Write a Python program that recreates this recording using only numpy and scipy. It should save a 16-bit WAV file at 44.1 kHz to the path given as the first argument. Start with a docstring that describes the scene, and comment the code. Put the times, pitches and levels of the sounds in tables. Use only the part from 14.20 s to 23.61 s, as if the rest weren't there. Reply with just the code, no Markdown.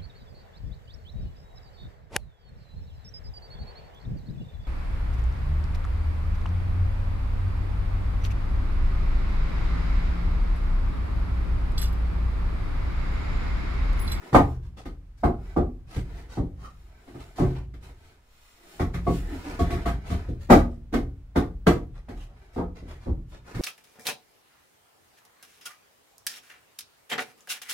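"""Wooden boards knock on a timber frame on the floor of a small bare room, as someone kneels and fits them.
Each knock, and one soft thump of a knee, is shaped noise coloured by wood and frame, plus fading tones.
Squeaks are narrow bands of noise; scuffs are short strokes of noise that wash away between the walls.
A sliding board and rustling work clothes are noise that follows each push, and the hollow floor booms
in low noise. A faint steady noise fills the room."""
import sys
import numpy as np
from scipy.fft import rfft, irfft, next_fast_len
from scipy.io import wavfile
from scipy.ndimage import map_coordinates

SR = 44100
rng = np.random.default_rng(int(sys.argv[2]) if len(sys.argv) > 2 else 0)


def digitize_waveform(pressure):
    """Quantize a signal to 16-bit integers and store it at the path in sys.argv[1].

    Rows of a 2-D input are taken as channels; values are limited to [-1, 1].
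    """
    field = np.atleast_2d(pressure).T
    bounded = np.clip(field, -1, 1)
    quanta = np.round(bounded * 32767).astype(np.int16)
    wavfile.write(sys.argv[1], SR, quanta)


N = 414981

# a board meets the frame, or a knee lands with a soft thump (at 4.772 s):
# hit_s [s], force_db [dB], weight_db on the floor [dB], hardness [dB per octave],
# grit_db at the edge [dB], chatter_s [s], pitch_hz of the ringing [Hz]
FLOOR_KNOCKS = [(0.127, -24.5, -27, -5, -47.5, .03, 127), (0.145, -15.5, -17, 2, -40.5, 0.017, 420),
                (0.654, -40.5, -37.5, -6, -60.5, 0.013, 288), (1.034, -23.5, -19, 0.5, -54.5, 0.021, 463),
                (1.363, -21.5, -23, -3.5, -60, 0.021, 253), (1.76, -37, -25, -10, -57.5, 0.0078, 278),
                (2.17, -27, -24, -8.5, -65.5, 0.027, 284), (2.875, -49, -54, -7, -69.5, .028, 295),
                (2.943, -45, -54, -4.5, -70.5, 0.03, 127), (3.184, -32, -31.5, -0.5, -62, .025, 297),
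                (3.196, -24, -22, -6, -57, .042, 132.8), (3.537, -53.5, -58, -8, -69, 0.0085, 378),
                (4.595, -28.5, -22.5, -2.5, -51, .024, 385), (4.739, -41.5, -29.5, -3, -54, .018, 385),
                (4.772, -49.5, -29, -6, -84, 0.016, 62), (4.866, -25, -24, -6, -58.5, 0.023, 174),
                (5.389, -27, -21, -17, -48.5, 0.031, 252), (5.502, -33.5, -25.5, -11, -50.5, 0.043, 272),
                (5.654, -31, -25, -3, -48, 0.038, 286), (5.899, -36.5, -26, -10.5, -52.5, .039, 214),
                (6.085, -36.5, -27, -17, -67.5, 0.0062, 324), (6.299, -11, -15.5, -0.5, -34.5, 0.038, 240),
                (6.725, -32, -29.5, -8, -54.5, 0.023, 277), (6.738, -24, -28.5, -4.5, -47, 0.0069, 279),
                (7.157, -20.5, -22, -4.5, -46, .023, 436), (7.467, -14.5, -19.5, -5, -37.5, 0.0084, 351),
                (7.884, -41, -41, -5, -63.5, 0.026, 290), (8.361, -31.5, -31, -6, -64.5, 0.023, 246),
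                (8.378, -32.5, -46, -1, -66.5, 0.035, 178.2), (8.621, -48, -43, -15, -83, 0.0075, 242),
                (8.86, -32.5, -27.5, -9.5, -72.5, 0.042, 329), (9.345, -43, -29.5, -6.5, -56, 0.017, 304),
                (9.392, -29.5, -21, -11, -67, 0.0203, 278)]
# parts of a knock, from thud to snap: centre_hz [Hz], rise_s at usual softness [s],
# t60_s to fade by 60 dB [s], voice_db relative level [dB]
KNOCK_VOICES = [(94, 0.022, 0.53, -2), (271.7, 0.0072, 0.39, 0), (840, 0.00097, 0.29, -0.5),
                (2160, 0.0029, 0.25, 1.5), (4530, 0.0044, 0.23, 3)]

LEAD_S = .0001  # the right ear hears the work this much earlier
TOP_HZ = 15650  # nothing sounds above this


def amp(db):
    """Turn decibels into gain."""
    return 10 ** (np.asarray(db) / 20)


def unit(x):
    """Scale to an average (rms) strength of 1."""
    return x / np.sqrt(np.mean(x ** 2) + 1e-20)


def along(points, hz):
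    """Read a curve of (Hz, value) points on a logarithmic pitch axis."""
    f, v = np.transpose(points)
    return np.interp(np.log(hz + 1), np.log(f + 1), v)


def wobble(rate, size):
    """Draw a smooth random curve through `rate` random points a second."""
    knots = rng.standard_normal(size // 16)
    return map_coordinates(knots, [np.arange(size) * rate / SR], mode="wrap")


def add(track, start_s, sound):
    """Mix a sound into the track at a given time."""
    start = max(round(start_s * SR), 0)
    part = track[:, start:start + sound.shape[1]]
    part += sound[:, :part.shape[1]]


def grid(size):
    """List the frequencies in the spectrum of this many samples."""
    return np.fft.rfftfreq(size, 1 / SR)


def ears(hz):
    """Weigh the shared and the opposed part of a sound in each ear; low sounds are more alike."""
    # how alike left and right are: pitch_hz [Hz], likeness [0 to 1]
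    likeness = [(30, 0.97), (60, 1), (125, 0.96), (250, 0.97), (500, 0.63), (1000, 0.15), (4000, 0.083),
                (12000, 0.047)]
    turn = np.arccos(np.clip(along(likeness, hz), -1, 1)) / 2
    lead = np.exp(1j * np.pi * hz * LEAD_S * np.array([[-1], [1]]))
    shared = lead * np.cos(turn)
    opposed = lead * np.sin(turn) * np.array([[1], [-1]])
    return shared, opposed


def noise(gain, weights):
    """Make stereo noise of rms 1 with a given spectrum, from random phases."""
    mid, side = np.exp(2j * np.pi * rng.random((2, len(gain))))
    return unit(irfft(gain * (mid * weights[0] + side * weights[1])))


def comb(hz, depth_db, spacing=55):
    """Near walls and floor cut an uneven comb, with deep notches and low crests, into all but the bass."""
    knots = np.arange(0, SR / 2, spacing)  # Hz
    ripple = np.minimum(rng.standard_normal(len(knots)), 1.3)
    return amp(depth_db * np.interp(hz, knots, ripple) * hz / (hz + 500))


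def frame(hz):
    """Frame and room resonate: each resonance lifts the pitches around its centre."""
    # resonances of frame and room: centre_hz [Hz], width_hz [Hz], level_db [dB]
    resonances = [(38.62, 4.8, 12), (57.34, 3.4, 14), (77.6, 3.5, 13.5), (124.7, 2.6, 8.5), (173.9, 11, 12),
                  (241.2, 19, 8.5), (283.4, 8.2, 9.5), (354, 11, 8.5), (433.3, 20, 1.5), (593, 5.6, 4.5),
                  (704, 41, 11.5), (793, 95, 8.5), (1140, 33, 6), (1242, 36, 9), (1529, 54, 3.5),
                  (2096, 470, 5)]
    gain = 1
    for centre_hz, width_hz, level_db in resonances:
        gain = gain + (amp(level_db) - 1) / (1 + (2 * (hz - centre_hz) / width_hz) ** 2)
    return gain


def ring(modes, t, free):
    """Sound (Hz, dB, t60) modes, held up in the chatter, then fading; the ears differ more in high ones."""
    out = 0
    for hz, db, t60 in modes:
        phase = rng.uniform(0, 2 * np.pi) + rng.normal(0, min(hz / 1200, 1), (2, 1))
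        place_db = rng.normal(0, 1.5)  # each strike stirs each mode a little differently
        out = out + amp(db + place_db - 60 * free / t60) * np.sin(2 * np.pi * hz * t + phase)
    return out


def forces(force_db, weight_db, hardness, grit_db, crack_db=11, crack_follows=0.52):
    """Weight thuds, force sounds the body, a hard contact clacks, grit cracks and snaps."""
    octaves = np.log2(KNOCK_VOICES[2][0] / KNOCK_VOICES[1][0])
    clack_db = force_db + hardness * octaves
    return weight_db, force_db, clack_db, grit_db + crack_db + crack_follows * hardness, grit_db


def knocks(settle=0.033, room_db=-5, bend_db=-5.5, bend_db_per_octave=-9, loose_db=-1, held_db=-22,
           graze_db=-17, graze=0.0058, usual_chatter=0.034, low_lasts=0.53, across_follows=1.2):
    """A board (once a knee) grazes, hits, chatters briefly, settles and dies in the room, the bass last."""
    # ringing of a loose board: pitch_hz [Hz], level_db [dB], t60_s [s]
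    loose_modes = [(335, -9, .16), (688, 0, .2), (712, -5, .16), (1118, -7, .18), (1150, -13, .15),
                   (2170, -22, .14)]
    # bending of a struck board: multiple of its pitch [times], level_db [dB], t60_s for a usual pitch [s]
    bending_modes = [(1, 0, .43), (2.78, -9, .33), (5.4, -23, .2)]
    # ringing across the grain: pitch_hz of a usual board [Hz], level_db [dB], t60_s [s]
    cross_modes = [(561, -16.5, 0.28), (811, -12.5, 0.084), (1568, -15.5, 0.14), (2198, -25.5, .13)]
    # colour of struck wood: pitch_hz [Hz], level_db [dB per Hz]
    wood_curve = [(10, -44), (25, -15.5), (45, -11), (100, -6), (160, -8.5), (300, -4.5), (500, -4),
                  (750, -9.5), (1200, -9.5), (1800, -20), (3000, -29), (5000, -40), (9000, -46.5),
                  (15000, -51.5)]
    loose_from_s, loose_until_s = 4.8, 6.0  # one board lies loose and rings freely
    ring_rise_s = .0045  # rings build up over a few cycles, at usual softness
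    board_spread = .014  # share of pitch by which boards differ across the grain
    lead_in = .05  # s of graze before the hit
    out, hz = np.zeros((2, N)), grid(SR)
    clock = np.arange(SR) / SR - lead_in
    t = np.maximum(clock, 0)
    early = (clock > 0) & (clock < lead_in)
    weights = ears(hz)
    wood = amp(along(wood_curve, hz)) * frame(hz)
    centres = np.array(KNOCK_VOICES)[:, 0]
    usual_hz = centres[1]
    # neighbouring voices cross-fade along the pitch axis
    shares = [np.sin(np.pi / 2 * along(np.c_[centres, one], hz)) ** 2 for one in np.eye(len(centres))]
    for hit_s, force_db, weight_db, hardness, grit_db, chatter_s, pitch_hz in FLOOR_KNOCKS:
        softness = np.sqrt(chatter_s / usual_chatter)  # what lands slowly also sounds slowly
        after = np.maximum(t - chatter_s, 0)

        dull_db = min(.75 * hardness + 3.3, 0)  # a soft contact hardly stirs the overtones
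        lasting = (usual_hz / pitch_hz) ** low_lasts  # low pitches ring longest
        bends = [(pitch_hz * k, db + dull_db * np.log2(k), t60 * lasting) for k, db, t60 in bending_modes]
        bending = ring(bends, t, after)
        bending_db = bend_db + bend_db_per_octave * np.log2(pitch_hz / usual_hz)  # long, low boards flex most

        size = 1 + board_spread * rng.standard_normal()
        crosses = [(f * size, db + across_follows * hardness * np.log2(f / usual_hz), t60)
                   for f, db, t60 in cross_modes]
        across = ring(crosses, t, after)

        ring_db = loose_db if loose_from_s < hit_s < loose_until_s else held_db
        ringing = amp(bending_db) * bending + amp(ring_db) * ring(loose_modes, t, after) + across
        blow = amp(force_db) * ringing * (1 - np.exp(-(t / ring_rise_s / softness) ** 2))

        contact = np.exp(-after / settle)
        grazing = amp(graze_db) * np.exp(-(clock / graze / softness) ** 2)
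        colour = wood * comb(hz, depth_db=5.5)
        levels = forces(force_db, weight_db, hardness, grit_db)
        for share, (_, rise_s, t60_s, voice_db), level_db in zip(shares, KNOCK_VOICES, levels):
            rising = 1 - np.exp(-(t / rise_s / softness) ** 2)
            envelope = grazing + rising * (contact + amp(room_db - 60 * after / t60_s))
            voice = noise(colour * share, weights) * envelope
            blow = blow + amp(level_db + voice_db) * voice / np.std(voice[:, early])
        add(out, hit_s - lead_in, blow)
    return out


def scuffs(hold=0.027, t60=0.24, grain_db=1.5):
    """A short stroke of hand, sleeve or wood swells, breaks off and washes away between the walls."""
    # strokes: peak_s when the swell is full [s], level_db [dB], brightness [dB per octave], swell_s [s]
    strokes = [(0.336, -59.5, -6, 0.03), (0.444, -61.5, -4, 0.02), (0.577, -48, -5, 0.0075),
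               (0.985, -64, -1, 0.01), (1.719, -50.5, -3, 0.032), (1.765, -46.5, -4, 0.046),
               (1.98, -56.5, -3, 0.026), (2.134, -47.5, -4, 0.034), (2.45, -50.5, -4.5, 0.057),
               (3.006, -50.5, -4.5, 0.012), (3.175, -45.5, -2, 0.013), (3.36, -47.5, -6.5, 0.013),
               (3.644, -54.5, -2, 0.024), (4.745, -52.5, -2.5, 0.013), (5.29, -42.5, -5, 0.045),
               (5.891, -46, -3.5, 0.032), (6.22, -54, -3.5, 0.019), (6.52, -66.5, -2.5, 0.021),
               (7.761, -56, -6, 0.016), (8.015, -56.5, -2.5, 0.061), (8.101, -60.5, -32, 0.021),
               (8.339, -59, -2, 0.01), (8.565, -51, -5, 0.011), (8.7, -50, -4.5, 0.024),
               (8.836, -54.5, -5, 0.028), (9.14, -51, -6, 0.022), (9.29, -49.5, -4.5, 0.027)]
    # colour of a stroke: pitch_hz [Hz], level_db [dB per Hz]
    stroke_curve = [(200, -1.5), (700, -2), (1400, -6), (2300, -6), (3200, -7.5), (5500, -8), (9000, -11.5),
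                    (15000, -17)]
    out, hz = np.zeros((2, N)), grid(SR // 2)
    lead_in = .15  # s ahead of the peak, room for the swell
    t = np.arange(SR // 2) / SR - lead_in
    weights, octaves = ears(hz), np.log2(np.maximum(hz, 1200) / 1200)
    for peak_s, level_db, brightness, swell_s in strokes:
        colour = amp(along(stroke_curve, hz) + brightness * octaves) * comb(hz, depth_db=8)
        swell = np.exp(-(np.minimum(t, 0) / swell_s) ** 2)
        fade = amp(-60 * np.maximum(t - hold, 0) / t60)
        grain = amp(level_db + grain_db * wobble(200, len(t)))
        add(out, peak_s - lead_in, grain * swell * fade * noise(colour, weights))
    return out


def squeaks(width_share=0.1, t60=0.26):
    """A board sticks and slips on its neighbour: a brief, rough band of tone that fades in the room."""
    # squeaks and groans: peak_s when the swell is full [s], pitch_hz [Hz], level_db [dB], swell_s [s]
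    squeak_rows = [(2.455, 1240, -44.5, 0.016), (5.155, 286, -35.5, 0.043), (5.276, 297, -38.5, 0.032),
                   (6.0, 1600, -57, .015), (8.015, 2930, -59, 0.019)]
    out, t, hz = np.zeros((2, N)), np.arange(SR // 2) / SR, grid(SR // 2)
    middle = t.mean()
    for peak_s, pitch_hz, level_db, swell_s in squeak_rows:
        tone = noise(1 / (1 + ((hz / pitch_hz - 1) / width_share) ** 4), ears(hz))
        swell = np.exp(-(np.minimum(t - middle, 0) / swell_s) ** 2)
        fade = amp(-60 * np.maximum(t - middle, 0) / t60)
        add(out, peak_s - middle, amp(level_db) * tone * swell * fade)
    return out


def wandering(colour, hz, weights, depth_db, rate, count):
    """A moving contact point: noise fades between the combs of several places."""
    nearness = np.exp([2 * wobble(rate, N) for place in range(count)])
    nearness /= np.linalg.norm(nearness, axis=0)
    return sum(near * noise(colour * comb(hz, depth_db), weights)[:, :N] for near in nearness)


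def swells(rows):
    """Join (s, dB, swell s) movements that each rise and fall smoothly into one gain."""
    t = np.arange(N) / SR
    gains = [amp(db) * np.exp(-((t - peak_s) / swell_s) ** 2) for peak_s, db, swell_s in rows]
    return np.linalg.norm(gains, axis=0)


def sway():
    """The hollow floor's boom swells to a peak after each knock, by the weight set down, and dies slowly."""
    boom_db, usual_weight_db, grows = -34, -24.5, 0.47  # dB at the usual weight, dB, dB per dB
    peak_delay_s, swell_s, t60_s = 0.09, 0.071, 1.44
    power = np.zeros(N)
    for hit_s, _, weight_db, *_ in FLOOR_KNOCKS:
        t = np.arange(N) / SR - hit_s - peak_delay_s
        level_db = boom_db + grows * (weight_db - usual_weight_db)
        fade = amp(level_db - 60 * np.maximum(t, 0) / t60_s)
        power += (fade * np.exp(-(np.minimum(t, 0) / swell_s) ** 2)) ** 2
    return np.sqrt(power)


def handling(rub_db=1, sleeve_db=-11, slide_sleeve_db=-16, slide_boom_db=4, catch_db=1.34, crease_db=0.7):
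    """Rough wood catches as it slides, cloth creases with every push, and the hollow floor sways."""
    # a board is nudged and rubs briefly: peak_s [s], level_db [dB], swell_s [s]
    nudge_rows = [(0.07, -47, 0.077), (1.3, -53.5, 0.1), (1.97, -50.5, 0.106), (2.97, -58.5, 0.313),
                  (3.3, -49, 0.089), (3.69, -54.5, 0.061), (3.87, -62.5, 0.15), (4.58, -54.5, 0.17),
                  (7.99, -62, 0.12), (8.25, -60, 0.122), (8.73, -56, 0.088), (9.37, -49, .1)]
    # the loose board is worked along the joists: time_s [s], pressure_db [dB]
    slide_curve = [(4.8, -59), (4.92, -59), (5.04, -50), (5.15, -42), (5.21, -48), (5.299, -42.5),
                   (5.4, -45.5), (5.53, -38.5), (5.7, -48), (5.81, -57.5), (5.94, -41), (6.25, -69)]
    # the worker moves and the clothes rustle: peak_s [s], level_db [dB], swell_s [s]
    move_rows = [(0.3, -61, .06), (2.62, -67.5, .13), (3.02, -63, 0.22), (3.87, -63, 0.1),
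                 (4.3, -59.5, 0.22), (4.55, -53.5, 0.11), (4.95, -46, 0.076), (5.2, -54, .2),
                 (9.11, -64, .03), (9.39, -52.5, 0.022)]
    # colours of rubbing wood, cloth and floor boom: pitch_hz [Hz], level_db [dB per Hz]
    rub_curve = [(80, -23), (170, -1.5), (330, 2.5), (550, -6), (1000, -7.5), (2100, -12), (3200, -20.5),
                 (6000, -29.5), (15000, -47.5)]
    cloth_curve = [(200, -13.5), (1200, 2.5), (3000, 2), (5000, -4), (8000, -5), (11000, -9.5), (15000, -9)]
    boom_curve = [(8, -43.5), (22, -11), (35, 0.5), (75, -4.5), (125, -7), (200, -24.5), (400, -35),
                  (1000, -63)]
    hz = grid(2 * next_fast_len(N // 2 + 1))
    weights, body = ears(hz), frame(hz)
    nudging = swells(nudge_rows)
    times_s, pressure_db = np.transpose(slide_curve)
    sliding = amp(np.interp(np.arange(N) / SR, times_s, pressure_db, left=-np.inf, right=-np.inf))
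    rubbing = np.hypot(nudging, sliding)
    rustling = np.hypot(swells(move_rows), amp(sleeve_db) * nudging + amp(slide_sleeve_db) * sliding)
    swaying = np.hypot(sway(), amp(slide_boom_db) * sliding)
    # a board held in the hands stirs the frame only half as much (in dB), hence the root
    rub_colour = amp(along(rub_curve, hz)) * np.sqrt(body)
    rub = wandering(rub_colour, hz, weights, depth_db=11.5, rate=7.6, count=5)
    cloth = wandering(amp(along(cloth_curve, hz)), hz, weights, depth_db=6.5, rate=5.7, count=3)
    boom = noise(amp(along(boom_curve, hz)) * body, weights)[:, :N]
    catches = unit(amp(catch_db * wobble(90, N)))
    creases = unit(amp(crease_db * wobble(300, N)))
    return amp(rub_db) * rubbing * catches * rub + rustling * creases * cloth + swaying * boom


def hush(level_db=-60.5):
    """The still air of the room is a faint steady noise, strongest in the bass."""
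    # colour of the still air: pitch_hz [Hz], level_db [dB per Hz]
    air_curve = [(25, 7.5), (170, -16), (500, -15.5), (1500, -20.5), (4000, -30), (15000, -41.5)]
    hz = grid(2 * next_fast_len(N // 2 + 1))
    return amp(level_db) * noise(amp(along(air_curve, hz)), ears(hz))[:, :N]


def scene():
    """Add up knocks, scuffs, squeaks, handling and the hush of one room."""
    return knocks() + scuffs() + squeaks() + handling() + hush()


def record(dry):
    """Round off the loudest peaks and let nothing pass above the band limit."""
    rounded = dry / (1 + dry ** 6) ** (1 / 6)
    size = next_fast_len(N + SR // 2)
    return irfft(rfft(rounded, size) * (grid(size) < TOP_HZ), size)[:, :N]


dry = scene()
out = record(dry)
digitize_waveform(out)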